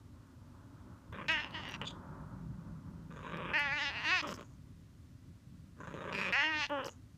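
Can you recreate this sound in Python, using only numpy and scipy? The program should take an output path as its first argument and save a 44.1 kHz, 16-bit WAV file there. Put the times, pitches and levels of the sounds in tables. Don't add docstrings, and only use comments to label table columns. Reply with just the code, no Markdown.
import sys
import numpy as np
from scipy import signal
from scipy.io import wavfile
from scipy.ndimage import uniform_filter1d, map_coordinates

SR = 44100
rng = np.random.default_rng(int(sys.argv[2]) if len(sys.argv) > 2 else 0)


def voltage_ratio(decibels):
    exponent = np.asarray(decibels, float) / 20
    return 10 ** exponent


def master(y):
    cut = np.clip(np.atleast_2d(y).T, -1, 1)
    pcm = np.round(cut * 32767)
    wavfile.write(sys.argv[1], SR, pcm.astype(np.int16))


N = 316197
T = np.arange(N) / SR

# time in seconds, pitch in Hz, effort in dB,
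# jaw opening 0-1, lips drawn back 0-1, tongue resonance in Hz.
FIRST_CALL = [
    [(1.282, 300.4, -41, 0.7, 0.9, 2630), (1.296, 319.6, -30, 0, 0, 2590),
     (1.321, 324.2, -34, 0.15, 0.2, 2700), (1.376, 297.1, -40, 0.57, 0.08, 2920),
     (1.41, 300, -44, 0.44, 0.5, 2750), (1.45, 261.8, -50, 0.65, 0.5, 2800),
     (1.5, 152.7, -60.5, 0.4, 0.2, 2720)],
    [(1.53, 263.2, -65, 0.33, 0.72, 2900), (1.55, 325.6, -43, 0.6, 0.39, 3000),
     (1.605, 297.5, -52.5, 0.95, 0.49, 2940), (1.622, 291.3, -55.5, 0.3, 0.55, 2870),
     (1.66, 216.8, -51.5, 0.53, 0.38, 3000), (1.75, 202.4, -51.5, 0.46, 0.62, 2700),
     (1.764, 201.8, -49, 1, 0.57, 2746)],
]
SECOND_CALL = [
    [(3.535, 286, -35, 0.11, 0.018, 2550), (3.562, 314.9, -32, 0.1, .05, 2566),
     (3.614, 290.8, -33, .2, 0.065, 2640), (3.69, 266.3, -40.5, 0.19, 0.086, 2480),
     (3.71, 276.3, -38, 0.38, 0.097, 2374), (3.77, 300, -38, 0.45, 0.22, 2550),
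     (3.8, 273, -39, 0.27, 0.46, 3000), (3.828, 300.5, -37, 0.4, 0.53, 2800),
     (3.89, 278.3, -41.5, 0.31, 0.74, 2670)],
    [(3.92, 202.7, -49.5, 0.28, 0.45, 2700), (3.975, 227.9, -42.5, 0.47, 0.39, 2700),
     (4.03, 216.2, -47, 0.89, 0.68, 2700), (4.05, 296, -40, 0.58, 0.6, 2700),
     (4.094, 328, -36.5, 0.56, 0.73, 2700), (4.13, 377.4, -31.5, .7, 0.35, 2570),
     (4.172, 353.9, -35.5, 0.57, 0.65, 2660), (4.215, 296.9, -49, 1, 1.32, 2520)],
]
THIRD_CALL = [
    [(6.125, 178.9, -56, 0.81, 0.84, 2531), (6.145, 189.6, -53, 0.69, 0.76, 2470),
     (6.216, 204.7, -45, 0.89, 0.47, 2550), (6.295, 193.3, -42.5, 0.71, 0.33, 2430),
     (6.312, 189.2, -51, 0.64, 0.25, 2629)],
    [(6.324, 222, -33, 0.079, .3, 2550), (6.376, 280, -31, 0.13, 0.016, 2610),
     (6.45, 309.5, -32.5, 0.32, 0.072, 2892), (6.51, 313, -37, 0.82, .05, 2654),
     (6.6, 300, -40.5, 0.61, 0.74, 2608), (6.65, 259.6, -41, 0.37, 0.86, 2720),
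     (6.669, 223, -56.5, 0.52, 1.28, 2763)],
]
MEOWS = FIRST_CALL + SECOND_CALL + THIRD_CALL
# time in seconds, pitch in Hz, level in dB,
# brightness in dB above 1.9 kHz. First through the nose, then through closing lips, then the gurgle.
MURMUR = [
    [(1.123, 176, -54.5, -10), (1.2, 179.5, -41.5, -8.5), (1.25, 186.9, -51, -6), (1.275, 199, -57, 5)],
    [(3.095, 154.2, -85, -11), (3.105, 154.2, -58, -14), (3.336, 167, -41, -9.5), (3.532, 186.7, -40.5, -2)],
    [(5.765, 145.3, -60, -23), (5.813, 146.8, -54, -17.5), (5.97, 153.9, -50, -13),
     (6.11, 177.2, -44, -11.5), (6.322, 187.5, -35, -7)],
]
CLOSING = [
    [(1.815, 201.7, -37, 17), (1.822, 201, -44.5, 15), (1.855, 198.4, -49.5, 13)],
    [(6.695, 271.2, -41, 8), (6.72, 296, -33.5, 0), (6.8, 260.8, -36, 3), (6.84, 239, -44.5, 7.5),
     (6.87, 128.9, -44.5, -3), (6.9, 129.6, -63, 14)],
]
GURGLE = [
    [(4.225, 293.9, -40, 5), (4.27, 279.8, -41.5, 6.5), (4.292, 175, -40.5, 3), (4.33, 150, -39.5, -1.5),
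     (4.35, 123.7, -60, -2), (4.408, 129.8, -52.5, -1), (4.43, 134.9, -58, 0), (4.46, 138, -82, -2)],
]
# time in seconds, pitch in Hz, effort in dB, half length in seconds.
WAVERS = [
    (1.425, -28, -3, 0.013),
    (3.587, -16, 0, 0.013),
    (3.665, 8, 2, 0.011),
    (3.73, 6.5, 2.5, .012),
    (3.861, -7, 0.5, .014),
    (4.103, -5, -0.3, 0.0089),
    (4.111, 5, 0.5, .008),
    (6.413, -8, 1, 0.018),
    (6.487, 6.5, -2, .025),
    (6.622, 6, 1.5, 0.022),
]
# time in seconds, strength in dB.
SNAGS = [(1.383, -2.5), (1.402, 2), (1.428, 0), (1.435, 5), (1.445, 7), (1.544, 1), (1.635, 6), (1.653, 7),
         (1.679, 3), (1.696, 4), (1.72, 6), (1.74, 9), (1.746, 7), (1.749, 7), (4.291, 7), (6.15, 3),
         (6.214, 2.5), (1.845, 0.5)]
# time in seconds, strength in dB.
THROBS = [(1.126, 0.5), (1.142, -1.5), (1.172, -3), (1.212, -1), (1.241, -3), (1.276, 0), (3.104, -1.5),
          (3.135, -1), (3.159, 0), (3.19, -2), (3.228, 0.5), (3.264, -0.5), (3.295, -1.5), (3.331, 0.5),
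          (3.366, -1), (3.403, 0), (3.437, 0), (3.468, 0), (3.499, 0.5), (3.533, 2), (4.339, -3),
          (4.374, 0.5), (4.408, -0.5), (4.444, 0), (4.475, 2), (5.802, 0), (5.832, -0.5), (5.871, 3.5),
          (5.905, 1.5), (5.939, 3), (5.973, 0.5), (6.005, 1), (6.04, 3), (6.074, 2), (6.108, 0.5),
          (6.139, -1.5), (6.178, -0.5), (6.211, -1.5), (6.243, -3), (6.28, -4), (6.322, 5), (6.847, -4),
          (6.88, 0), (6.911, 2), (6.945, -2), (6.98, -5)]


def evened(x):
    return x / np.sqrt(np.mean(x ** 2) + 1e-20)


def levelled(x, seconds=0.046):
    size = int(seconds * SR)
    power = uniform_filter1d(uniform_filter1d(x ** 2, size), size)
    return x / np.sqrt(abs(power) + 1e-12)


def columns(tables):
    s, *values = np.vstack(tables).T
    return [np.interp(T, s, v) for v in values]


def sounding(tables, edge=0.0046):
    on = sum((T >= rows[0][0]) & (T <= rows[-1][0]) for rows in tables) > 0
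    return uniform_filter1d(on * 1., int(edge * SR))


def puffed(rows, edge):
    on = np.zeros(N)
    for s, length, db, fall_db in rows:
        inside = (T >= s) & (T <= s + length)
        on += inside * voltage_ratio(db - fall_db * np.clip((T - s) / length, 0, 1))
    return uniform_filter1d(on, int(edge * SR))


def bumps(rows):
    out = np.zeros(N)
    for s, height, half in rows:
        near = slice(round((s - .08) * SR), round((s + .08) * SR))
        out[near] += height * np.exp(-((T[near] - s) / half) ** 2)
    return out


def wander(per_s):
    knots = rng.standard_normal(8000)
    return map_coordinates(knots, [T * per_s], order=1)


def colour(x, points):
    hz, db = np.transpose(points)
    bins = np.fft.rfftfreq(4096, 1 / SR)
    half = np.interp(np.log(bins + 1), np.log(hz + 1), np.maximum(db, -90), left=-90, right=-90)
    log_gain = np.log(voltage_ratio(uniform_filter1d(np.r_[half, half[-2:0:-1]], size=5, mode="wrap")))
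    response = np.fft.ifft(np.exp(log_gain - 1j * signal.hilbert(log_gain).imag)).real
    return signal.oaconvolve(x, response)[:N]


def resonate(x, hz, width):
    turn = np.exp(2j * np.pi * np.cumsum(hz * np.ones(N)) / SR)
    r = np.exp(-np.pi * width / SR)
    return 2 * (turn * signal.lfilter([(1 - r) ** 2], [1, -2 * r, r * r], x / turn)).real


def flutter(x, patchy_db=1.7, loss=None):
    hz, s, z = signal.stft(x, SR, nperseg=512, noverlap=384)
    patches = rng.standard_normal(z.shape[::-1]).T
    patches = evened(uniform_filter1d(uniform_filter1d(patches, size=5, axis=0), size=12, axis=1))
    gain_db = patchy_db * patches + (loss(hz, s) if loss else 0)
    return signal.istft(z * voltage_ratio(gain_db), SR, nperseg=512, noverlap=384)[1][:N]


def cat():
    drive = folds()
    rasp = drive + .025 * rng.standard_normal(N)
    voice = open_mouth(drive, rasp) + jaw_pocket(drive) - shut_mouth(drive)
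    breath = air_past_teeth(drive) + nostril_whistle(rasp)
    snag_s = 0.0012
    jolts = voltage_ratio(bumps([(s, 0.34 * snag_db, snag_s) for s, snag_db in SNAGS]))
    return purr() * jolts * (voice + breath)


def folds():
    uneven_db, release_db = 2.5, 1
    rows = np.vstack([np.array(curve)[:, :2] for curve in MEOWS + MURMUR + CLOSING + GURGLE])
    hz = np.interp(T, *rows[np.argsort(rows[:, 0])].T) + bumps(np.array(WAVERS)[:, [0, 1, 3]])
    rough, depth = roughness(), purr_depth()
    turns = np.cumsum(hz * np.exp(.5 * rough * wander(300))) / SR
    at = np.flatnonzero(np.diff(np.floor(turns))) + 1
    at = at[(at > 8) & (at < N - 9)]
    late = (turns[at] % 1) / (turns[at] - turns[at - 1])
    size = voltage_ratio((3.6 * rough + uneven_db * depth)[at] * rng.standard_normal(N)[at])
    taps, pulses = np.arange(-8, 9), np.zeros(N)
    kernel = np.sinc(taps + late[:, None]) * np.hanning(19)[1:-1]
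    np.add.at(pulses, at[:, None] + taps, -size[:, None] * kernel)
    releases = [(s + .002, release_db) for s, _ in THROBS if depth[round(s * SR)] > .55]
    for s, db in SNAGS + releases:
        pulses[round(s * SR)] -= voltage_ratio(db)
    puffs = np.exp(-(turns % 1) / .5) * rng.standard_normal(N)
    return pulses + (.004 + .12 * rough) * puffs


def roughness():
    # start in seconds, end in seconds, roughness 0-1.
    steady = [(1.285, 1.405, .04), (1.55, 1.61, .06), (3.4, 3.52, .46), (3.54, 3.89, .028),
              (3.925, 4.03, .15), (4.06, 4.195, .03), (4.232, 4.265, .2), (6.14, 6.3, .26),
              (6.33, 6.43, .04), (6.44, 6.63, .02), (6.71, 6.78, .02)]
    creak, settle_s, break_s = .48, .022, .045
    away = []
    for start, end, rough in steady:
        outside = np.maximum((start - T) / settle_s, (T - end) / break_s)
        away.append(rough + creak * np.maximum(outside, 0))
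    rattle = 2.0 * np.maximum(purr_depth() - .75, 0)
    return np.minimum(np.min(away, axis=0), creak) + rattle


def purr_depth():
    # start in seconds, length in seconds, depth 0-1 at the start and at the end.
    purrs = [
        (1.127, .148, .7, .7),
        (3.1, .433, .85, .12),
        (4.338, .13, .88, .8),
        (5.8, .52, .9, .25),
        (6.845, .13, .85, .5),
    ]
    depth = np.zeros(N)
    for s, length, a, b in purrs:
        depth += ((T >= s - .01) & (T <= s + length)) * np.interp(T, [s, s + length], [a, b])
    return depth


def purr():
    s, strength_db = np.transpose(THROBS)
    count = np.interp(T, s, np.arange(len(s)))
    shut = uniform_filter1d(np.clip((count % 1 - 0.67) / 0.24, 0, 1), size=80)
    depth = uniform_filter1d(purr_depth(), size=300)
    throb_db = uniform_filter1d(strength_db[count.astype(int)], size=80) * (depth > .01)
    return (1 - depth * shut) * voltage_ratio(depth * (10.5 + 2 * wander(40)) + throb_db)


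def open_mouth(drive, rasp):
    # pitch in Hz, width in Hz, level in dB.
    upper_rings = [(3730, 840, -0.5), (4550, 570, 1), (5317, 440, -1), (6330, 1200, -10)]
    # time in seconds, factor.
    reach_curve = [(1.28, 1), (1.5, 0.92), (1.77, 1.06), (3.53, 0.94), (3.59, 0.97), (3.7, 0.95),
                   (3.8, 1.02), (3.9, 0.94), (4.05, 0.91), (4.2, 0.96), (6.12, 1.086), (6.33, 1.01),
                   (6.42, .99), (6.55, 0.94), (6.67, 0.94)]
    # time in seconds, level in dB.
    bite = [(1.28, 2.5), (1.77, 0), (3.53, 0), (3.9, -3.5), (4.0, 1.3), (6.3, 3.6), (6.33, -2), (6.67, 0)]
    _, db, jaw, lips, third_hz = uniform_filter1d(columns(MEOWS), size=600)
    db = db + bumps(np.array(WAVERS)[:, [0, 2, 3]])
    nose_open = sounding(MURMUR)
    louder = db + 40

    first = resonate(drive, 781 + 300 * jaw, 540) - voltage_ratio(-5) * resonate(drive, 308, 48)
    first_db = -11 + 8.5 * jaw - 0.26 * louder
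    mouth = (1 - nose_open) * voltage_ratio(first_db) * levelled(first, 0.017)

    second = resonate(drive, 1836 + 0.18 * (third_hz - 2700), 597)
    mouth = mouth - voltage_ratio(-3 * (0.5 + nose_open)) * levelled(second, 0.0078)

    third_db = -4.5 + columns([bite])[0] + 8 * lips - 4.5 * jaw + 2 * nose_open - .05 * louder
    mouth = mouth + voltage_ratio(third_db) * levelled(resonate(drive, third_hz, 670), 0.042)
    core_db = third_db - 9.5 + 6.5 * nose_open
    mouth = mouth + voltage_ratio(core_db) * levelled(resonate(drive, third_hz, 223), 0.035)

    upper, reach = 0, columns([reach_curve])[0]
    for k, (hz, width, peak_db) in enumerate(upper_rings):
        level = (-1) ** k * voltage_ratio(peak_db + 2 * wander(18))
        upper = upper + level * resonate(rasp, reach * hz * (1 + .018 * wander(10)), width)
    mouth = mouth - voltage_ratio(-19.5 + 19.5 * lips) * levelled(upper, 0.023)

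    calls = [sum(call, []) for call in (FIRST_CALL, SECOND_CALL)] + THIRD_CALL
    return -voltage_ratio(db) * sounding(calls, 0.0021) * mouth


def shut_mouth(drive):
    # frequency in Hz, level in dB.
    nose_tone = [(59, -60), (100, -10.5), (154, 3), (271, -6), (477, -4.5), (587, -3), (709, -20.5),
                 (994, -4.5), (1220, -9), (2000, -11), (2450, -6.5), (3710, -12), (4240, -24.5),
                 (6790, -61), (9000, -46), (11700, -96.5), (19800, -120)]
    lips_tone = [(88, -47), (150, -7.5), (278, -12.5), (441, -9.5), (571, -5.5), (677, -22), (861, -8.5),
                 (954, -7.5), (1740, -16), (2170, -32.5), (3010, -19), (3820, -44), (9000, -65),
                 (11700, -92), (19800, -120)]
    gurgle_tone = [(88, -28), (150, 6), (366, 4), (498, -3), (581, 5.5), (751, -18.5), (1060, 2.5),
                   (2250, -14), (3060, -10), (4090, -22), (5380, -25), (9000, -46), (11700, -61),
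                   (19800, -120)]
    # pitch in Hz, width in Hz, level in dB.
    sinus = [(1202, 210, 2), (1632, 360, -1), (2480, 750, -4), (3800, 320, 0.5)]
    nasal = drive + .035 * rng.standard_normal(N)
    for hz, width, ring_db in sinus:
        nasal = nasal + voltage_ratio(ring_db) * resonate(drive, hz * (1 + .05 * wander(25)), width)
    murmur = muffled(nasal, MURMUR, nose_tone)
    return murmur + muffled(drive, CLOSING, lips_tone) + muffled(drive, GURGLE, gurgle_tone)


def muffled(drive, tables, spectrum):
    _, db, bright_db = columns(tables)
    x = levelled(colour(drive, spectrum), .025)
    band = signal.butter(3, [1900, 5200], "bandpass", fs=SR, output="sos")
    bright = signal.sosfiltfilt(band, x)
    return voltage_ratio(db - 2.4) * sounding(tables) * (x + (voltage_ratio(bright_db + 0.92 * wander(30)) - 1) * bright)


def jaw_pocket(drive):
    # time in seconds, level in dB, pitch in Hz.
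    closing_jaw = [(4.222, -65, 1510), (4.245, -39, 1250), (4.27, -49.5, 922.6), (4.29, -53, 370),
                   (4.33, -59, 357.8)]
    db, hz = columns([closing_jaw])
    ring = resonate(drive, hz * (1 + 0.025 * wander(83)), 320)
    return voltage_ratio(db) * sounding([closing_jaw]) * levelled(ring, 0.014)


def air_past_teeth(drive):
    # start in seconds, length in seconds, level in dB, fall in dB.
    hisses = [
        (1.282, 0.044, -67, 11),
        (1.72, 0.046, -76, 0),
        (3.595, .035, -64, 11),
        (4.04, 0.18, -73, 2),
        (6.14, .15, -68, -2),
        (6.32, 0.03, -64, 3),
    ]
    # frequency in Hz, level in dB.
    air_tone = [(4120, -9.5), (7000, -22.5), (9350, -21), (10100, -32), (11300, -17.5), (12500, -38),
                (14200, -22.5), (14800, -33), (15500, -41)]
    blurred = drive + 0.037 * rng.standard_normal(N)
    return puffed(hisses, 0.0059) * levelled(colour(blurred, air_tone))


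def nostril_whistle(rasp):
    # start in seconds, length in seconds, level in dB, fall in dB.
    whistles = [
        (3.12, 0.21, -84.5, -7),
        (4.38, .17, -78.5, 1),
        (5.79, 0.36, -79.5, 3),
        (6.89, 0.096, -63.5, 28),
    ]
    return puffed(whistles, 0.014) * levelled(resonate(rasp, 6620, 1060))


def swallowed(hz, s):
    # time in seconds, centre in Hz, half width in Hz, depth in dB.
    side_pocket = [
        [(1.12, 4750, 500, 7), (1.2, 4140, 550, 25), (1.275, 3700, 700, 22)],
        [(1.33, 4180, 400, 11), (1.37, 3850, 450, 1), (1.47, 3900, 400, -4)],
        [(3.1, 4793, 449.2, -2), (3.35, 4400, 450.4, 17), (3.53, 4140, 510.3, 40)],
        [(3.545, 3687, 300, 10), (3.59, 3600, 250, 11), (3.63, 4130, 300, 4), (3.69, 3290, 300, -9),
         (3.73, 3020, 250, 10), (3.77, 4250, 300, -1), (3.85, 4450, 250, 6), (3.9, 4285, 250, 5)],
        [(3.91, 3500, 300, -1), (4.03, 3403, 300, 3), (4.13, 3243, 200, 5), (4.2, 3450, 300, 8)],
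        [(4.222, 4616, 900, 13), (4.27, 4600, 700, 16)],
        [(5.8, 4924, 449.7, 6), (6.0, 4496, 451.6, 2), (6.12, 4224, 501.2, 13)],
        [(6.135, 14000, 1495, 12), (6.3, 13960, 1510, 10)],
        [(6.33, 3600, 300, 12), (6.4, 3800, 249, 8), (6.47, 3872, 300, 11), (6.56, 3723, 250.3, -1),
         (6.66, 3800, 248.8, 8)],
        [(6.7, 4398, 593.6, 17), (6.83, 4414, 599.6, 16)],
    ]
    at, centre, width, depth_db = np.vstack(side_pocket).T
    lasting = sum((s >= rows[0][0]) & (s <= rows[-1][0]) for rows in side_pocket)
    on = uniform_filter1d(lasting * 1., size=3)
    away = (hz[:, None] - np.interp(s, at, centre)) / np.interp(s, at, width)
    return -on * np.interp(s, at, depth_db) * np.exp(-away ** 2)


def wet():
    # time in seconds, peak in dB, ring in Hz, treble in dB over the peak.
    clicks = [
        (1.508, -45, 3580, -37),
        (1.815, -46, 6300, -39.5),
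        (1.876, -66, 3490, -27),
        (1.908, -50, 3750, -48),
        (3.371, -44, 4700, -60),
        (4.228, -47, 6400, -42),
        (4.34, -38.5, 6000, -36),
        (4.409, -45.5, 3550, -36),
        (6.8452, -38, 5030, -32),
        (6.88, -38, 3500, -35),
    ]
    # time in seconds, level in dB.
    smack_curve = [(1.85, -54), (1.868, -49), (1.879, -38.5), (1.89, -53), (1.908, -47.5), (1.92, -65),
                   (1.96, -75)]
    # frequency in Hz, level in dB.
    smack_tone = [(1180, -62), (2000, -27), (3020, -11), (3520, 0.5), (4190, -21), (4830, -13), (5070, -27),
                  (5870, -30), (6160, -24), (6590, -16.5), (10000, -45), (13000, -67), (22000, -120)]
    out, t = np.zeros(N + SR), np.arange(900) / SR
    for (s, db, hz, treble_db), noise in zip(clicks, rng.standard_normal((len(clicks), 900))):
        fade = np.exp(-t / .002) * np.minimum(t / .0008, 1)
        ring = np.sin(2 * np.pi * hz * t) * uniform_filter1d(noise, size=24) * 4.5 * fade
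        treble = np.diff(noise, 2, prepend=[0, 0]) * np.exp(-t / 0.0044)
        out[round(s * SR):][:900] += voltage_ratio(db) * (ring + voltage_ratio(treble_db - 3) * treble)
    smack = evened(colour(rng.standard_normal(N), smack_tone))
    smack_level = voltage_ratio(columns([smack_curve])[0] + 2 * wander(160)) * sounding([smack_curve], 0.011)
    return out[:N] + smack_level * smack


def spit():
    # time in seconds, peak in dB.
    ticks = [(1.126, -60), (1.283, -53.5), (1.3203, -48.5), (1.6886, -54), (1.711, -50.5), (3.5937, -46),
             (4.229, -64), (4.2774, -58), (4.3121, -62), (4.329, -63), (4.4079, -62), (6.126, -63),
             (6.326, -62), (6.6962, -59)]
    # pitch in Hz, width in Hz, level in dB.
    tick_rings = [(6400, 1050, 0.5), (8600, 1200, 3), (11800, 1000, -2), (14200, 1294, 1)]
    # start in seconds, length in seconds, level in dB, fall in dB.
    sprays = [
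        (4.272, 0.029, -50.5, 9),
        (4.304, 0.024, -52.5, 4),
        (4.341, 0.027, -60.5, 1),
        (4.41, 0.022, -73, 5),
        (6.856, 0.021, -53.5, 3.5),
        (6.882, .012, -61, 4),
    ]
    # frequency in Hz, level in dB.
    spray_tone = [(3500, -20), (5200, 8.5), (7900, -2), (9500, -24), (11000, -6), (12600, -19), (14300, -5),
                  (15500, -27)]
    t, bursts = np.arange(400) / SR, np.zeros(N)
    for (s, db), (spread, *turn) in zip(ticks, rng.standard_normal((len(ticks), 5))):
        rings = 0
        for (hz, width, ring_db), k in zip(tick_rings, turn):
            tone = np.sin(2 * np.pi * hz * (1 + .02 * spread) * t)
            rings = rings + voltage_ratio(ring_db + 2.2 * k) * tone * np.exp(-np.pi * width * t * .5)
        bursts[round(s * SR):][:400] += voltage_ratio(db) * rings * np.minimum(t / .0003, 1)
    hiss = evened(colour(rng.standard_normal(N), spray_tone))
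    return bursts + puffed(sprays, 0.0016) * voltage_ratio(3.3 * wander(300)) * hiss


def thuds():
    # time in seconds, peak in dB, pitch in Hz.
    catches = [
        (1.122, -37.5, 100),
        (3.097, -39, 170),
        (5.799, -45.5, 280.7),
    ]
    out, t = np.zeros(N), np.arange(6000) / SR
    for s, db, hz in catches:
        fall_db = 60 * t / .12
        out[round(s * SR):][:6000] += voltage_ratio(db - fall_db) * np.sin(2 * np.pi * hz * t)
    return out


def rubbing():
    # time in seconds, pressure in dB, stroke speed in dB.
    hand = [(0.0, -10.5, -2.5), (0.54, -11.5, 0.5), (0.94, -4.5, 2), (1.2, 0, -0.5), (1.5, 2, 7),
            (1.96, 4.5, 8), (2.5, 11.5, 2.5), (2.9, 7.5, 2), (3.4, 3.5, -3), (4.3, -2, 1.5), (4.8, -2, -9),
            (5.05, -6, -6.5), (5.6, 1, -8), (6.3, -13, -9.5), (6.93, -23, -1), (7.17, 0, -16)]
    # pitch in Hz, width in Hz.
    shelf = [(56, 16), (95, 77), (162, 74), (260, 80)]
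    # level in dB, share of pressure, share of stroke.
    shelf_push = [(-65.5, 1, 0.054), (-55.5, 0.018, 0.13), (-58, 1, 0.026), (-61.5, 0.011, 0.51)]
    # frequency in Hz, level in dB.
    fur_tone = [(220, -13.5), (380, 0.5), (448, -15), (497, -5.5), (559, -2.5), (779, -12), (869, -2.5),
                (1080, -4), (1460, -7), (1580, -11.5), (2500, -35), (3250, -57), (5500, -120)]
    pressure_db, stroke_db = columns([hand])
    push = rng.standard_normal((len(shelf), N)) * voltage_ratio(3.1 * wander(10))
    thrum = 0
    for (db, a, b), p, (hz, width) in zip(shelf_push, push, shelf):
        thrum = thrum + voltage_ratio(db + a * pressure_db + b * stroke_db) * levelled(resonate(p, hz, width), 0.18)
    rustle = flutter(evened(colour(rng.standard_normal(N), fur_tone)), patchy_db=0.0)
    return thrum + voltage_ratio(-68 + 1.72 * stroke_db + 2 * wander(25)) * rustle


def echoes(near):
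    # delay in seconds, level in dB.
    shelf_echoes = [(.0021, -19)]
    echo = voltage_ratio(-20.5) * room(near)
    for s, db in shelf_echoes:
        echo = echo + voltage_ratio(db) * np.roll(near, int(s * SR))
    return echo


def room(x):
    t = np.arange(SR // 4) / SR
    signs = rng.choice([-1., 1.], len(t)) * (rng.random(len(t)) < .05)
    taps = signs * voltage_ratio(-60 * t / .25) * (t > .004)
    return signal.oaconvolve(x, taps / np.linalg.norm(taps))[:N]


def steady_hiss():
    # frequency in Hz, level in dB.
    hiss_tone = [(240, -27.5), (400, -1), (473, -15.5), (535, -3), (834, -14), (1070, -8), (1260, -10),
                 (1320, -9), (1880, -12), (2000, -10), (2090, -13.5), (6200, -16.5), (15500, -27.5)]
    return voltage_ratio(-73) * evened(colour(rng.standard_normal(N), hiss_tone))


def scene():
    near = flutter(cat(), loss=swallowed) + wet() + spit() + thuds()
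    return (near + echoes(near) + rubbing() + steady_hiss())[None]


def top_cut(x):
    return signal.sosfilt(signal.butter(12, 15690, fs=SR, output="sos"), x)


def record(dry):
    thinned = signal.sosfilt(signal.butter(2, 42, "highpass", fs=SR, output="sos"), dry)
    port_hz, port_width_hz = 2600, 1900
    r = np.exp(-np.pi * port_width_hz / SR)
    poles = [1, -2 * r * np.cos(2 * np.pi * port_hz / SR), r * r]
    smeared = signal.lfilter(poles[::-1], poles, thinned)
    return top_cut(smeared)


dry = scene()
out = record(dry)
master(out)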